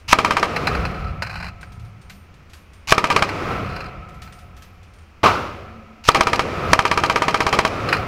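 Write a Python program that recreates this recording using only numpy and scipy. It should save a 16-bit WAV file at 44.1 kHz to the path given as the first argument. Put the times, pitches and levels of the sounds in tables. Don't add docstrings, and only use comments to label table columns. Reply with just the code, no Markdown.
import sys
import numpy as np
from scipy import signal
from scipy.fft import rfft, irfft, next_fast_len
from scipy.io import wavfile
from scipy.ndimage import uniform_filter1d, map_coordinates

SR = 44100
rng = np.random.default_rng(int(sys.argv[2]) if len(sys.argv) > 2 else 0)


def dump(signal):
    limited = np.clip(np.atleast_2d(signal).T, -1, 1)
    pcm = np.round(limited * 32767).astype(np.int16)
    wavfile.write(sys.argv[1], SR, pcm)


N = 355887

# first round in seconds, last round in seconds, number of rounds,
# first blast in dB, bolt run in dB, bench shudder in dB.
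TRIGGER_PULLS = [(.129, 0.4286, 6, 5.5, -16.5, -25), (2.9222, 3.2231, 6, 1, -18.5, -31),
                 (6.0876, 6.3934, 6, 4, -23, -25), (6.732, 7.6501, 16, 1, -33, -37)]
# arrival in seconds, level in dB.
LANE_ARRIVALS = [(5.2318, -12.5), (5.2375, -8.5), (5.249, -30), (5.259, -11)]
# start in seconds, level in dB.
METAL_STRIKES = [(.562, -3.5), (.671, -7), (.75, -23), (.852, -20.5), (1.222, -15), (1.356, -27),
                 (1.443, -27.5), (1.63, -34.5), (2.099, -37.5), (3.191, -3), (3.29, -4), (3.763, -24.5),
                 (3.805, -27), (4.275, -38.5), (6.881, -7), (7.888, -11.5), (7.927, -8.5)]
# start in seconds, length in seconds, level of a clink in dB.
BELT_JINGLES = [(0.793, .32, -41.5), (1.236, .27, -31), (3.648, .24, -38.5), (7.901, .08, -26.5)]
# first contact in seconds, level in dB, number of contacts,
# first flight in seconds, pitch that rings most in Hz.
CASE_FALLS = [(0, -49, 1, 0, 8800), (1.61, -39.5, 4, 0.11, 10500), (2.015, -45.5, 1, 0.0053, 9800),
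              (2.097, -34, 1, 0, 10500), (2.34, -48.5, 1, 0.025, 10500), (2.497, -45, 1, 0, 10000),
              (2.533, -35, 1, 0, 10000), (2.733, -43.5, 1, 0, 9000), (4.087, -44.5, 2, 0.056, 11500),
              (4.219, -33, 1, 0, 13400), (4.324, -38, 2, .064, 10900), (4.566, -41, 1, 0, 11900),
              (4.622, -37.5, 1, 0.013, 13000), (4.83, -46.5, 1, 0, 6900), (4.936, -47.5, 3, .05, 9100)]
# peak in seconds, swell time in seconds, pitch in Hz, level in dB.
THUMP_AND_DRONES = [(1.84, .08, 110.3, -34.5), (2.14, 0.084, 201, -49.5), (5.63, .1, 95, -43),
                    (5.87, .2, 221, -45.5)]

# frequency in Hz, level in dB.
BRASS_MODES = [(6196, -5), (8150, -15.5), (8823, 2.5), (9087, -16), (10950, -8), (11170, -10),
               (11531, -16.5), (11780, -5.5), (12161, -4), (12715, -13), (13900, -7), (14170, 3),
               (15057, -1)]
# frequency in Hz, width in Hz, level in dB.
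WALL_PLATES = [(543.4, 18, -5), (722.6, 62, -3.5), (1017, 34, -12.5), (1300, 90, -1), (2330, 790, -17)]
# frequency in Hz, width in Hz, lift in dB.
BOOTH_RESONANCES = [(413, 180, 9.5), (641, 44, 12.5), (794, 61, 16), (950, 100, 13), (1180, 140, 7.5),
                    (1230, 160, 4), (1580, 51, 5.5), (2407, 93, 5.5), (3140, 170, 8), (4100, 180, 2.5),
                    (5240, 180, 4.5)]
# frequency in Hz, width in Hz, lift in dB.
LINK_RESONANCES = [(1513, 94, 8.5), (2440, 91, 5), (2870, 66, 2.5), (4100, 170, 10), (4760, 100, 9),
                   (5100, 110, 2), (5240, 60, 5.5)]

# frequency in Hz, density in dB per Hz.
BLAST_SPECTRUM = [(25, -6), (120, -12.5), (420, -16), (600, -16), (880, -17), (1200, -8), (1500, -11.5),
                  (2200, -10), (3500, -22.5), (5200, -20.5), (8000, -31.5), (15500, -40.5)]
FLUTTER_SPECTRUM = [(60, -28), (620, -17), (850, -18), (1270, -5), (1450, -15), (2400, -9), (3550, -22.5),
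                    (4300, -17), (5400, -23.5), (8000, -30), (15500, -38.5)]
EARLY_SPECTRUM = [(30, -29.5), (100, -5), (450, 0.5), (800, -4), (1250, -6.5), (1600, -12), (2500, -10),
                  (3500, -21), (5200, -22), (8000, -32.5), (15500, -46)]
ROAR_SPECTRUM = [(30, -8), (100, 5.5), (250, -1), (550, 0), (900, -10), (1250, 0.5), (1600, -10.5),
                 (2500, -13.5), (3500, -21.5), (5200, -25.5), (8000, -38), (15500, -35)]
BOOM_SPECTRUM = [(25, -19.5), (50, 4), (105, 18.5), (140, -19.5), (190, -0.5), (280, -21), (1000, -55),
                 (4000, -100)]
LANE_SPECTRUM = [(30, -29), (90, -3.5), (150, -15), (400, -8.5), (700, -8), (950, -3.5), (1300, -2),
                 (1750, -17.5), (2600, -14), (3500, -22.5), (5200, -24.5), (8000, -38), (15500, -40)]
STEEL_SPECTRUM = [(60, -47), (400, -12), (800, 3.5), (1150, 1.5), (1650, 3), (2050, 1), (2650, 2.5),
                  (3450, -21.5), (4200, -5), (5100, -10.5), (6200, -18.5), (9000, -22), (15500, -25)]
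BOLT_SPECTRUM = [(100, 3), (450, -24), (900, -3), (1700, -8.5), (2600, 1.5), (3400, -7.5), (4500, -4.5),
                 (6000, -5.5), (8500, -18), (15500, -20.5)]
TICK_SPECTRUM = [(300, -34.5), (1500, -0.5), (5000, -5), (7000, -7.5), (10000, -12.5), (15500, -20)]
BENCH_SPECTRUM = [(20, -16), (50, 0), (85, 0.5), (135, -5.5), (185, -4.5), (270, -28), (1000, -33.5),
                  (4000, -72)]
VENT_SPECTRUM = [(25, -6.5), (50, -3), (85, 5), (135, -20), (185, -11), (260, -15.5), (900, -22),
                 (1280, -19), (1700, -24.5), (2500, -22), (3600, -34), (5500, -34.5), (9000, -46.5),
                 (15500, -42)]

BOLT_RUN_S = .049
FIRST_CYCLE_SHORT_S = .0025
ROUND_DB, ROUND_SCATTER_DB, SETTLE = 3.5, 0.58, 0.52
SHUDDER_LAG_S, SHUDDER_RISE_DB_PER_S, SHUDDER_FALL_DB_PER_S = 0.37, 28.5, 16
SWAY_S, SWAY_DB = 0.32, 2
CLINKS_PER_S, CLINK_SCATTER_DB = 86, 2
BOUNCE_SHRINK, BOUNCE_LOSS_DB, RING_FALL_DB_PER_OCTAVE = .69, 3, 17
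LOW_BAND_WIDTH_HZ = 13
TOP_HZ = 15900


def amp(db):
    return 10 ** (np.asarray(db) / 20)


def unit(x):
    return x / np.sqrt(np.mean(x ** 2) + 1e-20)


def clock(seconds):
    return np.arange(int(seconds * SR)) / SR


def fade(t, t60):
    return np.exp(-np.log(1000) * t / t60)


def add(track, s, sound):
    part = track[max(round(s * SR), 0):][:len(sound)]
    part += sound[:len(part)]


def colour(x, points, modes=(), size=4096):
    hz, db = np.transpose(points)
    grid = np.fft.rfftfreq(size, 1 / SR)
    lifts = sum(lift / (1 + (2 * (grid - centre) / width) ** 2) for centre, width, lift in modes)
    gain = amp(np.interp(np.log(grid + 1), np.log(hz), db) + lifts)
    cepstrum = irfft(np.log(gain))
    fold = 1 + np.sign(size // 2 - np.arange(size))
    fold[0] = 1
    response = irfft(np.exp(rfft(cepstrum * fold)))
    return signal.oaconvolve(x, response / np.linalg.norm(response))[:N]


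def noise(points, modes=()):
    return colour(rng.standard_normal(N), points, modes)


def singing(peaks):
    hz = np.fft.rfftfreq(next_fast_len(N), 1 / SR)
    gain = sum(amp(db) / (1 + (2 * (hz - centre) / width) ** 2) for centre, width, db in peaks)
    phases = np.exp(2j * np.pi * rng.random(len(hz)))
    return unit(irfft(gain * phases)[:N])


def burst(shape):
    shaped = shape * rng.standard_normal(len(shape))
    flat = irfft(np.exp(1j * np.angle(rfft(shaped))), len(shape))
    spikes = flat * np.sqrt(shape)
    return spikes * np.linalg.norm(shape) / np.linalg.norm(spikes)


def dying(events, t60, rise):
    energy = np.zeros(N)
    for s, db in events:
        add(energy, s, amp([db]) ** 2)
    leak = fade(1 / SR, t60) ** 2
    build = np.exp(-1 / (SR * rise))
    stored = signal.lfilter([1], [1, -leak], energy)
    return np.sqrt(signal.lfilter([1 - build], [1, -build], stored))


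def volley(rounds, shape, alike):
    out, same = np.zeros(N), burst(shape)
    for s, db in rounds:
        fresh = burst(shape)
        add(out, s, amp(db) * (np.sqrt(alike) * same + np.sqrt(1 - alike) * fresh))
    return out


def scraping(strokes, swell_db, rough_db, rate):
    out = np.zeros(N)
    for s, length, db in strokes:
        still_to_go = 1 - clock(length) / length
        add(out, s, amp(db - swell_db * still_to_go))
    knots = rng.standard_normal(int(N * rate / SR) + 4)
    catches = map_coordinates(knots, [np.arange(N) * rate / SR], order=1)
    return out * amp(rough_db * catches)


def shudder():
    t, energy = np.arange(N) / SR, np.zeros(N)
    for first, last, _, _, _, db in TRIGGER_PULLS:
        since = t - last - SHUDDER_LAG_S
        slope_db = np.minimum(SHUDDER_RISE_DB_PER_S * since, -SHUDDER_FALL_DB_PER_S * since)
        sway_db = SWAY_DB * np.cos(2 * np.pi * since / SWAY_S)
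        energy += (t > first) * amp(db + slope_db + sway_db) ** 2
    return np.sqrt(energy)


def rumble():
    t, swells = np.arange(N) / SR, np.zeros(N)
    for s, swell, hz, db in THUMP_AND_DRONES:
        envelope = np.exp(-((t - s) / swell) ** 2)
        swells += amp(db) * envelope * singing([(hz, LOW_BAND_WIDTH_HZ, 0)])
    return shudder() * noise(BENCH_SPECTRUM) + amp(-46.0) * noise(VENT_SPECTRUM) + swells


def landings():
    out = []
    for s, db, contacts, flight, ring_hz in CASE_FALLS:
        for k in range(contacts):
            flown = flight * np.sum(BOUNCE_SHRINK ** np.arange(k))
            out.append((s + flown, db - BOUNCE_LOSS_DB * k, ring_hz))
    return out


def cases():
    out, t = np.zeros(N), clock(.6)
    hz, mode_db = np.transpose(BRASS_MODES)
    for s, db, ring_hz in landings():
        size, detune, spin, angle = rng.standard_normal((4, len(hz)))
        tumble = np.cos(2 * np.pi * np.outer(9 * spin, t) + np.pi * angle[:, None])
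        ring = np.sin(2 * np.pi * np.outer(hz * (1 + .003 * detune), t)) * tumble
        struck_db = mode_db - RING_FALL_DB_PER_OCTAVE * np.abs(np.log2(hz / ring_hz))
        add(out, s, amp(db + struck_db + 4.5 * size) @ ring * fade(t, .55))
    hits = [(s, db) for s, db, _ in landings()]
    ticks = dying(hits, t60=0.057, rise=0.00032) + amp(-5) * dying(hits, t60=0.32, rise=0.0046)
    return amp(-15.5) * out + amp(-7.5) * ticks * noise(TICK_SPECTRUM)


def struck_steel():
    hits = list(METAL_STRIKES)
    for s, length, db in BELT_JINGLES:
        chance = rng.standard_normal((round(length * CLINKS_PER_S), 2))
        for k, (late, hard) in enumerate(chance):
            hits.append((s + (k + late / 2) / CLINKS_PER_S, db + CLINK_SCATTER_DB * hard))
    strikes = dying(hits, t60=0.057, rise=0.00057) + amp(-33.0) * dying(hits, t60=1.0, rise=0.009)
    return strikes * noise(STEEL_SPECTRUM, LINK_RESONANCES)


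def neighbour():
    reflections = dying(LANE_ARRIVALS, t60=0.12, rise=0.00046)
    tail = amp(-8.5) * dying(LANE_ARRIVALS, t60=0.67, rise=0.013)
    return (reflections + tail) * noise(LANE_SPECTRUM)


def hall(rounds):
    roar = amp(-18) * dying(rounds, t60=1.39, rise=0.015) * noise(ROAR_SPECTRUM)
    boom = amp(-31.5) * dying(rounds, t60=1.7, rise=0.012) * noise(BOOM_SPECTRUM)
    plates = amp(-32.5) * dying(rounds, t60=2.68, rise=0.017) * singing(WALL_PLATES)
    return roar + boom + plates


def near_walls(rounds):
    return amp(-9.5) * dying(rounds, t60=0.33, rise=0.042) * noise(EARLY_SPECTRUM)


def action(rounds):
    strokes = [(s - BOLT_RUN_S, BOLT_RUN_S, db) for s, _, _, _, db, _ in TRIGGER_PULLS]
    run = scraping(strokes, swell_db=12, rough_db=4, rate=300)
    slams = []
    for (s, _), (late, hard) in zip(rounds, rng.standard_normal((len(rounds), 2))):
        slams.append((s + .026 + .0025 * late, 3.5 * hard))
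    clacks = amp(-7) * dying(slams, t60=.03, rise=.0007)
    return run * noise(BOLT_SPECTRUM) + clacks * noise(BOLT_SPECTRUM, LINK_RESONANCES)


def shots():
    out = []
    for first, last, count, first_db, _, _ in TRIGGER_PULLS:
        times = np.linspace(first - FIRST_CYCLE_SHORT_S, last, count)
        times[0] = first
        blast_db = ROUND_DB + (first_db - ROUND_DB) * SETTLE ** np.arange(count)
        out += zip(times, blast_db + ROUND_SCATTER_DB * rng.standard_normal(count))
    return out


def gun(rounds):
    t = clock(.15)
    blast = volley(rounds, 1 / (1 + (t / .0055) ** 3), alike=.7)
    flutter_shape = fade(t, 0.093) * (1 - np.exp(-(t / 0.0091) ** 2))
    flutter = volley(rounds, flutter_shape, alike=0.48)
    direct = amp(6.0) * colour(blast, BLAST_SPECTRUM, BOOTH_RESONANCES)
    return direct + amp(7.5) * colour(flutter, FLUTTER_SPECTRUM, BOOTH_RESONANCES)


def scene():
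    rounds = shots()
    lane_shot = (LANE_ARRIVALS[1][0], -5)
    firing = gun(rounds) + action(rounds) + near_walls(rounds)
    echoes = neighbour() + hall(rounds + [lane_shot])
    return (firing + echoes + struck_steel() + cases() + rumble())[None]


def gain_control(x, threshold_db, depth_db, recovery_db_per_s, lag):
    level_db = 10 * np.log10(np.abs(uniform_filter1d(x ** 2, size=130)) + 1e-12)
    wanted = np.clip(4 * (level_db - threshold_db), 0, depth_db)
    t = np.arange(N) / SR
    cut = np.maximum.accumulate(wanted + recovery_db_per_s * t) - recovery_db_per_s * t
    return x * amp(-np.interp(t - lag, t, uniform_filter1d(cut, size=130)))


def record(dry):
    headroom = amp(16)
    x = headroom * np.tanh(dry[0] / headroom)
    x = gain_control(x, threshold_db=1.5, depth_db=20.5, recovery_db_per_s=71.0, lag=0.0059)
    x = x / (1 + x ** 6) ** (1 / 6)
    x = signal.lfilter(*signal.butter(1, 8000, fs=SR), x)
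    return signal.fftconvolve(x, signal.firwin(401, TOP_HZ, fs=SR), "same")[None]


dry = scene()
out = record(dry)
dump(out)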